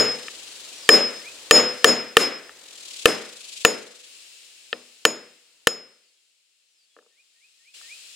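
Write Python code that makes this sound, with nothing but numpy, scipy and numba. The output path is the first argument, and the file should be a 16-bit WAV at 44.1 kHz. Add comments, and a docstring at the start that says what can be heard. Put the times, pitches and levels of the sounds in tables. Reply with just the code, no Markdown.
"""On a roof outdoors, a steel hammer drives nails into the decking at arm's length.
Each blow excites short board modes, a broadband crack, a longer deck boom, scattered reflections and
the ringing hammer head, which beats against its own reflection as it lifts. Soft knocks end with the
hammer being laid down. Cicadas are filtered noise that throbs, then buzzes evenly; a songbird is gliding
sines; wind and far traffic are dull noise. A limiter dips the level after the blows, and peaks clip."""
import sys
import numpy as np
from scipy import signal
from scipy.fft import rfft, irfft
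from scipy.io import wavfile
from numba import njit

SR = 44100
rng = np.random.default_rng(int(sys.argv[2]) if len(sys.argv) > 2 else 0)


def digitize_waveform(pressure):
    """Quantize a signal to 16-bit integers and store it at the path in sys.argv[1].

    Rows of a 2-D input are taken as channels; values are limited to [-1, 1].
    """
    field = np.atleast_2d(pressure).T
    bounded = np.clip(field, -1, 1)
    quanta = np.round(bounded * 32767).astype(np.int16)
    wavfile.write(sys.argv[1], SR, quanta)


N = 359415
TIME = np.arange(N) / SR
AGE = np.arange(SR) / SR  # the second that follows a blow

# Blows on the nail; boom and rings are relative to the force.
# t/s, force/dB, deck boom/dB, low ring/dB, high ring/dB, face height/m, lift speed/(m/s), reflected share/1
BLOWS = [(-0.064, 17.5, 0.5, 2.5, 0.5, .026, 0.23, .52), (0.8906, 18, -.5, 2.5, -6, .024, .26, 0.58),
         (1.51, 19.5, -0.5, 0.5, 2, 0.02, 0.26, 0.47), (1.8439, 15, 0, -1.5, -1, 0.011, 0.35, .5),
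         (2.1686, 14, -10, -5, -12.5, 0.0076, .31, 0.7), (3.0564, 10, -2, -10, -19.5, 0.019, 0.21, 0.53),
         (3.6494, 6.5, -1, -11, -1, .023, .14, .9), (5.0515, 1.5, 0.5, -4.5, 5, .019, .24, .08),
         (5.671, -3.5, -5, 1.5, 1, .020, 0.29, 0.16)]
# Light knocks on the boards: t/s, level/dB, high-pass f/Hz, low-pass f/Hz, deck boom/dB
KNOCKS = [(0.282, -25.5, 1190, 2980, -17.5), (2.493, -31.5, 900, 1900, -27.5),
          (4.7285, -16.5, 90, 4860, 1.5), (6.9645, -39.5, 260, 1500, 8), (6.9875, -41, 294, 1600, -14),
          (7.024, -52, 251, 1100, -5), (7.062, -49, 251, 1000, -3.5), (7.812, -35, 1112, 1300, 0)]
# Modes of the board under the nail: f/Hz, level/dB, t60/s
BOARD_MODES = [(466, -6.5, 0.051), (730, -11.5, 0.014), (1200, -3.5, 0.018), (1352, -4.5, 0.017),
               (1779, 1, 0.019), (2432, -3.5, 0.016), (2690, 2.5, .012), (3089, 2, .014),
               (3750, -5, 0.0097), (4470, -4.5, .008), (7060, -12.5, 0.008), (8830, -13, 0.011)]
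# Modes of the deck and its rafters: f/Hz, level/dB, t60/s
DECK_MODES = [(119, -27, 0.44), (166.7, -22.5, .42), (212, -17.5, 0.5), (245, -12, 0.45),
              (316.4, -2.5, 0.21), (357, -11, 0.22), (384.5, -11, .3), (414, -8, 0.32), (442, -6, .4),
              (491, -10.5, 0.58), (528, 1.5, 0.16), (579, -10.5, .4), (611, -8.5, 0.29), (641, -15.5, 0.39),
              (698, -12, 0.22), (721, -8, 0.15), (782, -14.5, .35), (914, -17.5, .42), (1038, -11.5, 0.22),
              (1143, -16, 0.27), (1315, -14, 0.15), (1445, -18.5, 0.11)]
# Modes of the hammer head: f/Hz, level/dB, t60/s
HEAD_MODES = [(5122, -23, .45), (6873, -26, .24)]
# Spectrum of the splintery contact crack: f/Hz, level/dB per Hz
CRACK_SPECTRUM = [(30, -20), (150, -13.5), (450, 4), (850, -8.5), (1750, 1.5), (2150, -8), (2900, -2),
                  (3400, -3.5), (5000, -10), (9000, -10), (15000, -22)]
# Scatter from the framing and the yard: f/Hz, level/dB per Hz, t60/s
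ECHO_SPECTRUM = [(40, -36.5, .5), (100, -30, .55), (216, -9.5, 0.49), (470, -3, .6), (670, -9, 0.53),
                 (933, -14, 0.68), (1200, -9, 0.21), (1970, -11.5, 0.64), (2780, -11.5, .55),
                 (4340, -18, .42), (7958, -13, 0.22), (11000, -20.5, .3), (16000, -38, .28)]
# Spectrum of the throbbing cicadas: f/Hz, level/dB per Hz
THROB_SPECTRUM = [(100, -63.5), (1000, -34), (1900, -14), (2500, -0.5), (4200, 1.5), (5800, -3), (7500, -1),
                  (8700, -5), (9600, -9.5), (11000, -9.5), (12000, -22.5), (16000, -23)]
# Spectrum of the even buzz, with sharper body resonances: f/Hz, level/dB per Hz
BUZZ_SPECTRUM = [(100, -64), (800, -37.5), (1300, -18.5), (1900, -13), (2700, -1.5), (3500, -4),
                 (4200, -2.5), (4750, -4.5), (5150, -3), (5900, -9), (7200, -4.5), (8700, -7.5),
                 (9400, -12), (11000, -14.5), (12000, -22.5), (16000, -23.5)]
# Throbbing phrases: t/s, throb depth/dB
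PHRASES = [(-0.567, 2), (0.74, 1.2), (2.57, 3.5)]
# Level of the sound from the trees, cicadas and bird alike: t/s, level/dB
TREES_LEVEL = [(0.4, -43), (0.8, -42.9), (1.45, -45), (1.79, -44.5), (2.12, -52), (2.55, -52), (3.0, -39),
               (3.33, -47), (3.6, -40), (3.9, -51.5), (4.15, -48), (4.98, -54), (5.45, -60), (6.45, -68),
               (7.1, -66.5), (7.69, -60)]
# Rising whistle, from its own start: t/s, f/Hz, level/dB
UPSLUR = [(0, 1850, -37), (.03, 1810, -11), (.065, 1880, -17.5), (.09, 2250, -4), (.115, 2480, 3),
          (.135, 2520, -8.5), (.17, 2500, -37.5)]
# Falling whistle, from its own start: t/s, f/Hz, level/dB
DOWNSLUR = [(0, 6200, -12), (.06, 5600, -7.5), (.11, 4850, -0.5), (.165, 4500, -0.5), (.185, 4400, -35.5),
            (.2, 3550, -28.5), (.22, 3400, -6), (.26, 3330, 0), (.29, 3300, -27.5)]
# Starts of the rising whistles: t/s
UPSLUR_STARTS = [1.165, 7.089, 7.335, 7.575, 7.813]
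# Falling whistles, relative to the trees' level: t/s, level/dB
DOWNSLUR_CALLS = [(.738, 0.5), (5.93, -5), (6.685, 1.5)]
# Spectrum of wind and far traffic: f/Hz, level/dB per Hz
AIR_SPECTRUM = [(30, -15.5), (150, -14), (350, -1.5), (520, 0.5), (800, -5.5), (1100, -5), (1400, -5),
                (2000, -3), (5000, -18.5), (16000, -21.5)]
# Level of wind and far traffic: t/s, level/dB
AIR_LEVEL = [(0.7, -52), (1.45, -51), (2.9, -56), (4.5, -68), (5.6, -72.5), (6.4, -86.5), (7.55, -82)]

# The whole background comes back abruptly.
RETURN_S, RETURN_RISE_S, TREES_RETURN_DB, AIR_RETURN_DB = 7.735, 0.0093, 13, 14
# Every phrase starts with a fast throb and settles to a slow one.
THROB_FAST_HZ, THROB_SLOW_HZ, THROB_SETTLE_S = 43.2, 23, 0.56
BUZZ_START_S, BUZZ_RISE_S = 4.05, 0.018
SOUND_SPEED_M_PER_S = 343


def hammering():
    """Superposition: each contact sums the responses of board, deck, surroundings and head."""
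    out = np.zeros((2, N))
    for start_s, force_db, boom_db, low_db, high_db, height_m, lift_m_per_s, share in BLOWS:
        # The harder the blow, the smaller the share of its crack.
        timber = impact(crack_db=2.5 - 0.5 * force_db) + boom(boom_db - 27) + echo(-30)
        ring = head_ring((low_db, high_db), height_m, lift_m_per_s, share)
        add(out, start_s, undb(force_db) * (timber + ring))
    for start_s, level_db, low_hz, bright_hz, boom_db in KNOCKS:
        timber = impact(crack_db=-6) + boom(boom_db - 27) + echo(boom_db - 31.5)
        knock = timber + head_ring((-4, -12), height_m=0, lift_m_per_s=0, share=0)
        # A light touch leaves out the bass, a soft one the treble.
        knock = signal.sosfilt(butter(low_hz, "high", order=3), knock)
        knock = signal.sosfilt(butter(bright_hz, "low", order=4), knock)
        add(out, start_s, undb(level_db) * knock)
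    return out * lean_left(2.5)


def impact(crack_db, contact_s=0.00044):
    """Contact excitation: short board modes and a noise crack build up while the face presses home."""
    board = wood(BOARD_MODES, detune=0.012, scatter_db=1.2, spread=0.2, stagger=0.2)
    crack = decay(0.015) * noise(CRACK_SPECTRUM, SR, width=0.2)
    press = 1 - np.exp(-(AGE / contact_s) ** 2)
    return (board + undb(crack_db) * crack) * press


def boom(level_db):
    """Structure-borne resonance: the deck's lightly damped modes build up and outlast the board."""
    deck = wood(DECK_MODES, detune=0.003, scatter_db=2, spread=0.28, stagger=0.9)
    return undb(level_db) * deck * (1 - decay(0.02))


def wood(modes, detune, scatter_db, spread, stagger):
    """Modal synthesis: damped sines vary from blow to blow in pitch, level and phase, also between ears."""
    out = np.zeros((2, SR))
    ears = np.array([[1], [-1]])
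    for k, (hz, level_db, t60) in enumerate(modes):
        tune, size, skew, start = rng.standard_normal(4)
        n = min(int(1.5 * t60 * SR), SR)  # stops 90 dB down
        phase = 2 * np.pi * hz * (1 + detune * tune) * AGE[:n]
        phase = phase + stagger * start + spread * skew * ears
        gain = (-1) ** k * undb(level_db + scatter_db * size)  # neighbouring modes alternate in sign
        out[:, :n] += gain * decay(t60)[:n] * np.sin(phase)
    return out


def echo(level_db):
    """Diffuse reflection: dense noise in octave bands, each of which decays at its own rate."""
    spectrum = rfft(noise(ECHO_SPECTRUM, SR, width=0.42))
    octave = np.log2(np.arange(spectrum.shape[1]) + 1)  # bins are 1 Hz apart
    out = 0
    for centre in np.arange(5, 15):
        weight = np.maximum(1 - abs(octave - centre), 0)
        band = irfft(spectrum * weight, SR)
        out = out + band * decay(at_hz(ECHO_SPECTRUM, 2.0 ** centre, axis=2))
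    return undb(level_db) * out * (1 - decay(0.013))


def head_ring(ring_dbs, height_m, lift_m_per_s, share, reach_m=0.34, spread=0.067):
    """Interference: the lifting head's direct ring beats against a weakening reflection off the deck."""
    gap_m = height_m + lift_m_per_s * AGE
    delay_s = 2 * gap_m / SOUND_SPEED_M_PER_S
    reflection = min(share, 1) * np.exp(-(gap_m / reach_m) ** 2)
    out = 0
    for (hz, level_db, t60), ring_db in zip(HEAD_MODES, ring_dbs):
        phase = 2 * np.pi * hz * AGE + spread * np.array([[-1], [1]])
        direct = np.sin(phase)
        reflected = reflection * np.sin(phase - 2 * np.pi * hz * delay_s)
        out = out + undb(level_db + ring_db) * decay(t60) * (direct + reflected)
    return out


def cicadas(width=0.88):
    """Amplitude modulation: a broad sizzle to the left throbs, then gives way to an even buzz."""
    throb = noise(THROB_SPECTRUM, N, width) * undb(1 + throb_db())
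    buzz = noise(BUZZ_SPECTRUM, N, width) * undb(1)
    even = np.clip((TIME - BUZZ_START_S) / BUZZ_RISE_S, 0, 1)
    # Square roots keep the power constant through the crossfade.
    return (np.sqrt(1 - even) * throb + np.sqrt(even) * buzz) * lean_left(4)


def throb_db():
    """Frequency gliding: the level swings sinusoidally, fast at each phrase's start, then slower."""
    swing = np.zeros(N)
    for start_s, depth_db in PHRASES:
        age = np.arange(N - int(start_s * SR)) / SR
        settling = np.exp(-(age / THROB_SETTLE_S) ** 2)
        rate_hz = THROB_SLOW_HZ + (THROB_FAST_HZ - THROB_SLOW_HZ) * settling
        cycle = np.interp(TIME - start_s, age, np.cumsum(rate_hz) / SR)
        swing = np.where(TIME >= start_s, depth_db * np.cos(2 * np.pi * cycle), swing)
    return swing


def songbird(trees_db=-8, trees_t60=0.35):
    """Phase integration: gliding pure tones are whistled, then smeared by the trees' decaying scatter."""
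    out = np.zeros((2, N))
    calls = [(UPSLUR, start_s, 5) for start_s in UPSLUR_STARTS]  # all at 5 dB over the trees' level
    calls += [(DOWNSLUR, start_s, level_db) for start_s, level_db in DOWNSLUR_CALLS]
    for shape, start_s, level_db in calls:
        t = AGE[AGE < shape[-1][0]]
        hz = curve(shape, t) * (1 + 0.0084 * rng.standard_normal())  # pitch varies from call to call
        whistle = np.sin(2 * np.pi * np.cumsum(hz) / SR)
        gain = undb(level_db + curve(shape, t, axis=2))
        add(out, start_s, (gain * whistle)[None])
    scatter = rng.standard_normal((2, SR)) * decay(trees_t60)
    scatter = scatter / np.linalg.norm(scatter[0])
    return out + undb(trees_db) * signal.fftconvolve(out, scatter, axes=1)[:, :N]


def air():
    """Random superposition: wind and far traffic merge into dull stereo noise."""
    return noise(AIR_SPECTRUM, N, width=0.45) * background_gain(AIR_LEVEL, AIR_RETURN_DB)


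def background_gain(levels, return_db):
    """Level envelope: the background follows its curve, then steps back up."""
    step = np.clip((TIME - RETURN_S) / RETURN_RISE_S, 0, 1)
    return undb(curve(levels, TIME) + return_db * step)


def noise(spectrum, size, width):
    """Spectral shaping: white noise is coloured to stereo of rms 1; width is side over mid."""
    gain = undb(at_hz(spectrum, np.fft.rfftfreq(size, 1 / SR)))
    mid, side = irfft(rfft(rng.standard_normal((2, size))) * gain, size)
    pair = np.array([mid + width * side, mid - width * side])
    return pair / pair.std()


def decay(t60):
    """Exponential damping: the level falls 60 dB in t60 seconds."""
    return np.exp(-np.log(1000) * AGE / t60)


def undb(db):
    """Logarithmic level: decibels to amplitude gain."""
    return 10 ** (np.asarray(db) / 20)


def lean_left(db):
    """Interaural level difference: the left ear is db louder than the right."""
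    return undb(np.array([[db], [-db]]) / 2)


def curve(rows, t, axis=1):
    """Linear interpolation: one column of a table against its first."""
    rows = np.array(rows)
    return np.interp(t, rows[:, 0], rows[:, axis])


def at_hz(rows, hz, axis=1):
    """Logarithmic frequency: one column of a spectrum, interpolated over log f."""
    rows = np.array(rows)
    return np.interp(np.log(hz + 1), np.log(rows[:, 0]), rows[:, axis])


def butter(hz, kind, order):
    """Band limiting: a maximally flat high-pass or low-pass filter."""
    return signal.butter(order, min(hz, SR / 3), kind, fs=SR, output="sos")


def add(out, start_s, sound):
    """Linear superposition: a sound is mixed in from start_s."""
    start = int(round(start_s * SR))
    lo, hi = max(start, 0), min(start + sound.shape[1], N)
    out[:, lo:hi] += sound[:, lo - start:hi - start]


def scene():
    """Superposition of sources: hammering in front of trees and air."""
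    trees = (cicadas() + songbird()) * background_gain(TREES_LEVEL, TREES_RETURN_DB)
    return hammering() + trees + air()


@njit
def duck(over_db, attack, release):
    """Dynamic compression: the cut in dB chases any excess quickly and lets go at a steady rate."""
    out, cut = np.empty(len(over_db)), 0.0
    for i in range(len(over_db)):
        if over_db[i] > cut:
            cut += (over_db[i] - cut) * attack
        else:
            cut = max(cut - release, 0.0)
        out[i] = cut
    return out


def record(dry, threshold_db=1, attack_s=0.0011, release_db_per_s=300, top_hz=15900):
    """Limiting: loud blows are ducked, peaks that outrun the attack clip, and the top is cut."""
    over_db = 20 * np.log10(abs(dry).max(axis=0) + 1e-9) - threshold_db
    cut_db = duck(over_db, 1 / (attack_s * SR), release_db_per_s / SR)
    clipped = np.clip(dry * undb(-cut_db), -1, 1)
    # Steep low-pass: 0.2 dB ripple, 70 dB rejection.
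    low_pass = signal.ellip(8, 0.2, 70, top_hz, fs=SR, output="sos")
    return np.clip(signal.sosfilt(low_pass, clipped), -1, 1)


dry = scene()
out = record(dry)
digitize_waveform(out)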